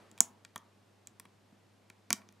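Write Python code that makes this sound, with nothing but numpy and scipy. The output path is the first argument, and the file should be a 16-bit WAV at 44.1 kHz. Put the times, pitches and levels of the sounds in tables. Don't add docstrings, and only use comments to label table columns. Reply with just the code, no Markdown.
import sys
import numpy as np
from scipy import signal
from scipy.fft import rfft, irfft, next_fast_len
from scipy.io import wavfile

SR = 44100
rng = np.random.default_rng(int(sys.argv[2]) if len(sys.argv) > 2 else 0)


def output_pcm(signal):
    pcm = np.clip(np.atleast_2d(signal).T, -1, 1) * 32767
    wavfile.write(sys.argv[1], SR, np.round(pcm).astype(np.int16))


def ratio_of_db(decibels):
    return 10 ** (np.asarray(decibels, float) / 20)


N = 105840


def unit(x):
    return x / np.sqrt(np.mean(x ** 2) + 1e-20)


def along(points, hz):
    f, value = np.transpose(points)
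    return np.interp(np.log(hz + 1), np.log(f + 1), value)


def filtered(x, response):
    m = next_fast_len(x.shape[-1] + SR // 4)
    spectrum = rfft(x, m) * response(np.fft.rfftfreq(m, 1 / SR))
    return irfft(spectrum, m)[..., :x.shape[-1]]


def stereo_noise(spectrum, alike):
    def mid_side_response(hz):
        angle = np.arccos(np.clip(along(alike, hz), -1, 1)) / 2
        return ratio_of_db(along(spectrum, hz)) * [np.cos(angle), np.sin(angle)]

    mid, side = filtered(rng.standard_normal((2, N)), mid_side_response)
    return unit(np.array([mid + side, mid - side]))


# f/Hz, rms level/dB
HUM_TONES = [(100, -71.5), (200, -78)]


def hum():
    t = np.arange(N) / SR
    tones = [np.sqrt(2) * ratio_of_db(db) * np.sin(2 * np.pi * (hz * t + rng.random())) for hz, db in HUM_TONES]
    return sum(tones)


# f/Hz, relative density level/dB per Hz
AIR_SPECTRUM = [(60, -61.5), (110, -2.5), (140, -7), (190, -4.5), (300, -5), (800, -10), (1500, -16),
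                (4300, -22), (9000, -29), (12500, -35), (13500, -35), (15500, -51.5), (16300, -73.5),
                (22000, -120)]
# f/Hz, left-right likeness
AIR_ALIKE = [(60, 0.67), (180, 0.78), (550, 0.38), (1650, 0.68), (4970, 0.69), (15000, 0.76)]
AIR_DB = -67.5


def air():
    return ratio_of_db(AIR_DB) * stereo_noise(AIR_SPECTRUM, AIR_ALIKE)


# f/Hz, relative density level/dB per Hz
RUMBLE_SPECTRUM = [(15, -14), (40, -5), (80, -3.5), (115, 0.5), (140, -21.5), (200, -85)]
RUMBLE_DB = -88


def rumble():
    return ratio_of_db(RUMBLE_DB) * stereo_noise(RUMBLE_SPECTRUM, [(30, .5), (100, 0.56)])


# f/Hz, relative density level/dB per Hz
WASH_SPECTRUM = [(80, -42.5), (150, 0.5), (250, 2.5), (400, 2), (900, -3), (1300, -4.5), (12000, -28.5),
                 (15600, -52.5), (22000, -120)]
WASH_DB, WASH_T60_S = -60.5, 1.2


def wash():
    t = np.arange(N) / SR
    return ratio_of_db(WASH_DB - 60 * t / WASH_T60_S) * stereo_noise(WASH_SPECTRUM, [(100, .8)])


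SCATTER_DB, PHASE_SCATTER_RAD = 1.5, .7


def ring(modes, t, rise_s):
    hz, db, t60 = np.transpose(modes)[:, :, None]
    luck = rng.standard_normal((len(hz), 2))
    level = db + SCATTER_DB * luck[:, :1] - 60 * t / t60
    phase = PHASE_SCATTER_RAD * luck[:, 1:]
    waves = ratio_of_db(level) * np.sin(2 * np.pi * hz * t + phase)
    return waves.sum(0) * (1 - np.exp(-t / rise_s))


TICK_RISE_S = .00015
TICK_BEND = 1.3


def tick(t, hz, t60):
    swell = 1 - np.exp(-t / TICK_RISE_S)
    return 1.6 * swell * ratio_of_db(-60 * (t / t60) ** TICK_BEND) * np.sin(2 * np.pi * hz * t)


# f/Hz, relative level/dB, t60/s
PICK_MODES = [(5050, -22, 0.0097), (5900, -21.5, 0.016), (7600, -25, 0.01459), (9500, -11, 0.0047),
              (10070, -20.5, .006), (11296, -23, 0.0055), (14300, -24.5, .004), (15400, -15.5, 0.0036)]
CRACK_DB, CRACK_T60_S = -8, .004
CRACK_BAND_HZ = [3230, 13500]


def sharp_edge(t):
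    high = signal.butter(2, CRACK_BAND_HZ, "band", fs=SR, output="sos")
    noise = signal.sosfilt(high, rng.standard_normal(len(t)))
    crack = ratio_of_db(CRACK_DB - 60 * t / CRACK_T60_S) * noise
    return ring(PICK_MODES, t, .0001) + crack


# f/Hz, relative level/dB, t60/s
BODY_MODES = [(480, -7, .03), (690, -8, .03), (990, -2, .024), (1125, -3, .026), (1375, -11, .035),
              (1850, -5, .02), (2350, -3, .022), (3290, -3, .016), (3900, -8, .015), (4550, -7, .012)]
BODY_RISE_S = .0006
KNOCK_FALL_DB = 3.5
RATTLE_DB, RATTLE_T60_S = 2, 0.013
RATTLE_OCTAVES = .8


def knock(t, centre_hz):
    body = [(hz, db - KNOCK_FALL_DB * np.log2(hz / centre_hz) ** 2, t60) for hz, db, t60 in BODY_MODES]
    edges_hz = centre_hz * 2. ** (RATTLE_OCTAVES * np.array([-1, 1]))
    band = signal.butter(2, edges_hz, "band", fs=SR, output="sos")
    noise = unit(signal.sosfilt(band, rng.standard_normal(len(t))))
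    rise = 1 - np.exp(-t / BODY_RISE_S)
    rattle = ratio_of_db(RATTLE_DB - 60 * t / RATTLE_T60_S) * rise * noise
    return ring(body, t, BODY_RISE_S) + rattle


# t/s, tick level/dB, tick f/Hz, tick t60/s,
# sharp edge against the tick level/dB, knock level/dB, knock centre f/Hz
PIN_CLICKS = [(0.1142, -47, 7450, .003, 2, -58, 3000), (0.1779, -41, 6980, 0.0014, 0, -50.5, 2514),
              (0.1865, -48.5, 7500, .002, 5.5, -55, 2300), (.2055, 0.5, 6870, 0.0022, -2, -25.5, 1160),
              (0.4493, -34, 7400, 0.0011, -15, -43.5, 2480), (.5595, -25.5, 7550, 0.0011, 3, -32.5, 1400),
              (.5786, -39, 6570, 0.0021, 2.5, -52.5, 4410), (1.0721, -30.5, 7230, 0.0018, -4, -51, 4020),
              (1.0829, -57.5, 6000, .002, -2, -65.5, 4000), (1.1981, -34.5, 8400, .0015, 8, -45.5, 2160),
              (1.2533, -48, 9700, 0.0015, 0, -50.5, 1730), (1.9, -42.5, 7560, 0.0013, 1.5, -76.5, 2978),
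              (1.9008, -57.5, 4010, 0.0023, -5, -47.5, 2130), (2.1050, -10, 6600, 0.00092, -4.5, -25, 1570),
              (2.1289, -1.5, 6490, 0.001, -4.5, -29, 2640), (2.1790, -51, 7500, 0.0023, 1, -65, 3270),
              (2.217, -66, 6000, .002, -3.5, -56.5, 1790), (2.2890, -42, 6000, 0.0017, -8.5, -57, 1880),
              (2.325, -61, 7000, 0.0025, 9.5, -66, 3000)]


def clicks(t):
    blows = []
    for s, tick_db, tick_hz, tick_t60, edge_db, knock_db, centre_hz in PIN_CLICKS:
        pick = tick(t, tick_hz, tick_t60) + ratio_of_db(edge_db) * sharp_edge(t)
        blows.append((s, ratio_of_db(tick_db) * pick + ratio_of_db(knock_db) * knock(t, centre_hz)))
    return blows


# f/Hz, relative level/dB, t60/s
VISE_MODES = [(123.27, -7, 0.029), (155, -4, 0.035), (205, 0, .055), (235, 3, 0.046), (335, 0, 0.037),
              (425, -7, 0.032)]
# t/s, level/dB, rise/s
VISE_THUMPS = [(.12, -49, .01), (.206, -37.5, 0.0037), (0.477, -58, .01), (0.559, -51, 0.0021),
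               (0.577, -53, .004), (1.073, -60, 0.0032), (1.106, -55, 0.007), (1.199, -54, 0.002),
               (1.254, -56.5, .003), (1.524, -47.5, .01), (1.545, -56.5, 0.004), (1.589, -65.5, 0.0088),
               (1.901, -59, 0.001), (2.107, -36.5, 0.0031), (2.1305, -35, .003), (2.188, -53, 0.011),
               (2.29, -57, 0.0015)]


def thumps(t):
    return [(s, ratio_of_db(db) * ring(VISE_MODES, t, rise_s)) for s, db, rise_s in VISE_THUMPS]


# f/Hz, t60/s
ROOM_DECAY = [(150, 0.6), (400, 0.74), (1000, 0.51), (2800, 0.21), (7300, 0.14), (15000, 0.22)]
# f/Hz, relative level/dB
ROOM_COLOUR = [(200, -2), (700, 2), (1200, 0), (4000, 1), (7000, -1), (10000, -4), (12000, -2),
               (15000, -10)]
ROOM_DB, ROOM_GAP_S, ROOM_ALIKE = -18, .003, .8


def room(x):
    hz, t, z = signal.stft(rng.standard_normal((2, SR // 2)), SR, nperseg=256)
    decay_db = 60 * t / along(ROOM_DECAY, hz)[:, None]
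    z = z * ratio_of_db(along(ROOM_COLOUR, hz)[:, None] - decay_db)
    mid, side = signal.istft(z, SR, nperseg=256)[1]
    angle = np.arccos(ROOM_ALIKE) / 2
    tail = np.cos(angle) * mid + np.sin(angle) * np.array([side, -side])
    late = np.pad(x, (round(ROOM_GAP_S * SR), 0))[None]
    return ratio_of_db(ROOM_DB) * signal.fftconvolve(late, tail / np.linalg.norm(mid), axes=1)


# f/Hz, left over right level/dB
LEFT_OVER_RIGHT = [(200, -0.5), (600, 1.5), (1500, -0.46), (5000, 1.3), (9000, -2), (14000, -2.5)]
# f/Hz, lead of the left/rad
LEFT_LEAD = [(200, 0.02), (600, 0.512), (1500, 0.3), (5000, 0), (9000, -.5), (14000, -.2)]


def stereo_direct(near):
    def ports(hz):
        left_to_right = ratio_of_db(along(LEFT_OVER_RIGHT, hz)) * np.exp(1j * along(LEFT_LEAD, hz))
        return left_to_right ** np.array([[.5], [-.5]])

    return filtered(near, ports)


def add(out, s, x):
    part = out[..., round(s * SR):][..., :x.shape[-1]]
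    part += x[..., :part.shape[-1]]


MIC_LOW_HZ = 82.67


def picking():
    near, far, t = np.zeros(N), np.zeros((2, N)), np.arange(SR // 8) / SR
    for s, blow in clicks(t) + thumps(t):
        add(near, s, blow)
        add(far, s, room(blow))
    high_pass = signal.butter(4, MIC_LOW_HZ, "high", fs=SR, output="sos")
    return signal.sosfilt(high_pass, stereo_direct(near) + far)


def scene():
    return hum() + air() + rumble() + wash() + picking()


TOP_HZ = 17300


def record(dry):
    low_pass = signal.cheby2(10, 70, TOP_HZ, fs=SR, output="sos")
    limited = signal.sosfilt(low_pass, np.clip(dry, -1, 1))
    return np.clip(np.round(limited * 2 ** 15) / 2 ** 15, -1, 1)


dry = scene()
out = record(dry)
output_pcm(out)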